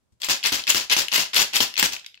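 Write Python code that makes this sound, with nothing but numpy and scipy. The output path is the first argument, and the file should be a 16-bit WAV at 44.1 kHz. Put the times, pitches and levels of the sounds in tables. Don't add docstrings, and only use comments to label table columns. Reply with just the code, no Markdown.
import sys
import numpy as np
from scipy import signal
from scipy.fft import rfft, irfft
from scipy.io import wavfile
from scipy.ndimage import uniform_filter1d

SR = 44100
rng = np.random.default_rng(int(sys.argv[2]) if len(sys.argv) > 2 else 0)


def wav_record(signal):
    frames = np.transpose(np.atleast_2d(signal))
    bounded = np.clip(frames, -1, 1)
    quanta = np.round(bounded * 32767).astype(np.int16)
    wavfile.write(sys.argv[1], SR, quanta)


N = 97020


def shaken_candies(spots):
    # start_s, peak_s, level_db, fade_db_per_s
    forward = [(0.224, 0.246, -27.5, 391.5), (0.434, 0.466, -16.5, 411.5), (0.672, 0.700, -15.5, 399.5),
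               (0.897, 0.928, -14.5, 582), (1.116, 1.152, -14.5, 348), (1.332, 1.366, -14.5, 301),
               (1.531, 1.562, -16, 399), (1.768, 1.797, -17.5, 443.5)]
    back = [(0.286, 0.315, -17.5, 288.5), (0.521, 0.545, -20.5, 213.5), (0.746, 0.768, -20, 194),
            (0.965, 0.995, -18.5, 292.5), (1.179, 1.207, -21, 269), (1.390, 1.423, -17.5, 483),
            (1.604, 1.626, -18, 380.5), (1.827, 1.849, -18.5, 326.5)]
    settling = [(0.2, 0.216, -45.5, 392), (0.80, 0.822, -46, 503), (1.66, 1.68, -39.5, 408),
                (1.92, 1.933, -28, 399)]
    # pitch_hz, level_db
    forward_tone = [(30, -39.5), (70, -36), (160, -16.5), (260, -13.5), (500, -13), (1000, -8), (1600, -5),
                    (2100, -1), (2600, 1), (4000, -0.5), (5500, -1.5), (7300, -13), (8700, -15.5),
                    (12000, -8), (15800, -29.5)]
    back_tone = [(30, -33), (60, -11), (120, -12), (250, -11.5), (500, -8.5), (1000, -6.5), (1700, -2.5),
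                 (2200, -3.5), (2650, 0.5), (4000, 0), (5500, 1.5), (7500, -3), (8700, -12.5),
                 (12000, -9.5), (15800, -11)]
    clink_tone = [(1000, -30.5), (5000, -13), (7500, 1), (9000, -18), (12000, -10), (15500, -8)]
    return (spray(forward, spots, forward_tone, rise_db=13, thinning=0.41)
            + spray(back, spots, back_tone, rise_db=2.5, thinning=.3)
            + spray(settling, spots, back_tone, rise_db=5, thinning=1.0)
            + undb(-3) * spray(forward, spots, clink_tone, rise_db=12, thinning=1.0, hits_per_s=180))


def spray(swings, spots, colour, rise_db, thinning, hits_per_s=1200):
    rest_db, dulling = -17, 0.79
    t = np.arange(N) / SR
    body, treble = np.zeros((2, 2, N))
    for start, peak, db, fade in swings:
        jitter, place, side = rng.random((3, 400))
        strength = undb(4 * np.clip(rng.standard_normal(400), -2, 2))
        swell_db = np.where(t < peak, rise_db * (t - peak) / max(peak - start, .002), -fade * (t - peak))
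        moving = (t >= start) & ((t < peak) | (swell_db > rest_db))
        rate = hits_per_s * undb(thinning * swell_db) * moving
        hits_so_far = np.cumsum(rate) / SR
        count = min(int(hits_so_far[-1]), len(strength))
        at = np.searchsorted(hits_so_far, np.arange(count) + jitter[:count])
        strength /= np.sqrt(np.mean(strength ** 2))
        gains = strength[:count] * undb(db + swell_db[at]) * np.sqrt(SR / rate[at])
        for i, gain, where, push in zip(at, gains, place, np.sign(side - .5)):
            hit = gain * push * spots[int(where * len(spots))]
            add(body, t[i], hit)
            add(treble, t[i], hit * undb(dulling * swell_db[i]))
    lowpass = signal.butter(1, 6700, fs=SR)
    return convolve(treble + signal.lfilter(*lowpass, body - treble), tone(colour))


def shell_spots(count=48, size=2048):
    # pitch_hz, level_db, ring_s (time to fade by 60 dB)
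    notes = [(1011, -32, 0.088), (1760, -14.5, .015), (2084, -13, 0.024), (2608, -2.5, 0.0126),
             (3260, -8.5, 0.0025), (3365, -13.5, 0.0173), (4475, -10, 0.015), (5225, 0.5, 0.0094),
             (6200, -11, 0.0052), (7220, 7, 0.012), (12270, 15, 0.0054)]
    t, freqs = np.arange(size) / SR, rfft_hz(size)
    spots = np.zeros((count, 2, size))
    spots[:, :, 0] = 1.6
    for hz, db, ring_s in notes:
        chance = rng.standard_normal((count, 4, 1))
        strength = chance[:, :1] + chance[:, 1:3]
        spread = 0.081 * min(notes[3][2] / ring_s, 1) ** 2
        pitch = hz * (1 + spread * chance[:, 3:])
        spots += undb(db - 60 * t / ring_s) * strength * np.sin(2 * np.pi * pitch * t)
    spectrum = rfft(spots)
    power = np.mean(abs(spectrum) ** 2, axis=(0, 1))
    spectrum /= np.sqrt(uniform_filter1d(power, size=41))
    right_lag_s = np.round((.0003 + .00005 * rng.uniform(-1, 1, (count, 1))) * SR) / SR
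    spectrum[:, 1] *= np.exp(-2j * np.pi * freqs * right_lag_s)
    fade_out = np.cos(np.pi / 2 * t / t[-1]) ** 2
    spots = np.roll(irfft(spectrum), 24, axis=-1) * fade_out
    return [unit(unit(spot) + undb(-2) * tail(ring_s=0.017, size=size)) for spot in spots]


def knocks(spots):
    # time_s, boom_db, crack_db
    landings = [(0.2862, -4.5, -10.5), (0.521, -0.5, -9), (0.7465, -1, -2.5), (0.9655, -5, -3.5),
                (1.179, -4.5, -5.5), (1.390, -2.5, -15), (1.6043, 0.5, 3), (1.827, 1, 4.5)]
    # pitch_hz, level_db
    boom_tone = [(30, -7.5), (60, -15), (110, -8.5), (240, 1.5), (330, 0), (480, -14.5), (800, -9.5),
                 (2000, -17)]
    crack_tone = [(100, -11), (300, -1.5), (1000, 2.5), (2700, 4.5), (7000, -5.5), (9000, -9.5),
                  (16000, -16)]
    out = np.zeros((2, N))
    for spot, (at, boom_db, crack_db) in zip(spots, landings):
        middle, side = tail(ring_s=0.11)
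        ring = middle + 0.22 * side * np.array([[1], [-1]])
        add(out, at, undb(boom_db - 1.5) * unit(convolve(ring, tone(boom_tone))))
        add(out, at, undb(crack_db + 7.5) * unit(convolve(spot, tone(crack_tone))))
    return out


def single_candies(spots):
    # time_s, level_db, treble_db
    ticks = [(0.2182, -14.5, -4), (0.2331, -12.5, -31), (0.2458, -32, -14), (0.4288, -16, -41),
             (0.4393, -8.5, -28), (0.5954, -15, -20), (0.638, -18.5, -10), (0.6689, -12, -25),
             (0.6769, -6, -18), (0.8978, -8.5, -21.5), (1.0831, -12, -11), (1.1164, -16, -25),
             (1.3321, -19.5, -43), (1.5289, -21.5, -28), (1.7398, -18.5, -19), (1.7558, -18, -30),
             (1.7667, -14.5, -32), (1.778, -7, -16), (1.9333, -18.5, -23.5), (1.9646, -17.5, -28),
             (1.9952, -27.5, -17), (2.0456, -27, -38), (2.0627, -20, -13), (2.1164, -52.5, -28),
             (2.143, -31.5, -36), (2.1525, -40, -22), (2.175, -37, -42)]
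    # pitch_hz, level_db
    tick_tone = [(100, -44), (600, -36), (1400, -15), (2650, 0), (4000, -2), (7000, -9), (9000, -19),
                 (12000, -17), (16000, -27)]
    typical_treble_db = -13
    out = np.zeros((2, N))
    for k, (at, db, treble_db) in enumerate(ticks):
        tilt = [(3500, 0.0061), (10000, 0.73 * (treble_db - typical_treble_db))]
        colour = [(hz, level + on_log_axis(tilt, hz)) for hz, level in tick_tone]
        add(out, at, undb(db + 10.5) * unit(convolve(spots[k % len(spots)], tone(colour))))
    return out


def finger_bump():
    # pitch_hz, level_db
    bump_tone = [(30, -6), (60, 3), (130, 3), (250, -9.5), (500, -31), (1500, -34), (5000, -30),
                 (8000, -30), (16000, -48)]
    out = np.zeros((2, N))
    bump = unit(convolve(tail(ring_s=0.11), tone(bump_tone)))
    add(out, at_s=.122, sound=undb(-31) * bump)
    return out


def room_echo(sound, size=22050):
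    # pitch_hz, ring_s
    ring_times = [(200, .28), (1400, .28), (3500, .3), (10000, .23), (16000, .16)]
    # pitch_hz, level_db
    echo_tone = [(100, -4.5), (600, 0.5), (2700, -1), (7000, -0.5), (11000, 2.5), (16000, -0.5)]
    t = np.arange(size) / SR
    noise, echo = rfft(rng.standard_normal((2, size))), 0
    for band_hz, ring_s in ring_times:
        band = on_log_axis([(hz, hz == band_hz) for hz, _ in ring_times], rfft_hz(size))
        echo += irfft(noise * band) * undb(-60 * t / ring_s)
    fade_in = 1 - np.exp(-t / 0.0027)
    return convolve(convolve(sound, unit(echo * fade_in)), tone(echo_tone))


def background():
    # pitch_hz, level_db
    noise_tone = [(30, -13), (60, -5), (130, -4), (300, -12.5), (700, -16), (2000, -26), (8000, -28),
                  (16000, -41)]
    return convolve(rng.standard_normal((2, N)), tone(noise_tone))


def undb(db):
    return 10 ** (np.asarray(db) / 20)


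def rfft_hz(size):
    return np.arange(size // 2 + 1) * SR / size


def on_log_axis(points, hz):
    pitches, values = np.array(points, float).T
    return np.interp(np.log(np.maximum(hz, 1)), np.log(pitches), values)


def unit(x):
    return x / np.sqrt(np.mean(np.sum(x ** 2, axis=-1)))


def convolve(x, response):
    return signal.fftconvolve(np.atleast_2d(x), np.atleast_2d(response), axes=-1)[:, :N]


def tone(points, size=2048):
    cepstrum = irfft(np.log(undb(on_log_axis(points, rfft_hz(size)))))
    cepstrum[1:size // 2] *= 2
    cepstrum[size // 2 + 1:] = 0
    return unit(irfft(np.exp(rfft(cepstrum))))


def tail(ring_s, size=8192):
    return unit(rng.standard_normal((2, size)) * undb(-60 * np.arange(size) / SR / ring_s))


def add(out, at_s, sound):
    i = int(at_s * SR)
    out[:, i:i + sound.shape[1]] += sound[:, :N - i]


def scene():
    spots = shell_spots()
    rattle = shaken_candies(spots) + single_candies(spots) + knocks(spots) + finger_bump()
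    echo = undb(-7.5) * room_echo(rattle)
    lean_left = np.array([[.5], [-.5]])
    return rattle * undb(6 * lean_left) + echo * undb(lean_left) + undb(-74.5) * background()


def record(dry):
    ceiling, top_hz = 1.1, 15750
    rounded = ceiling * np.tanh(dry / ceiling)
    return signal.sosfilt(signal.ellip(12, .1, 90, top_hz, fs=SR, output="sos"), rounded)


dry = scene()
out = record(dry)
wav_record(out)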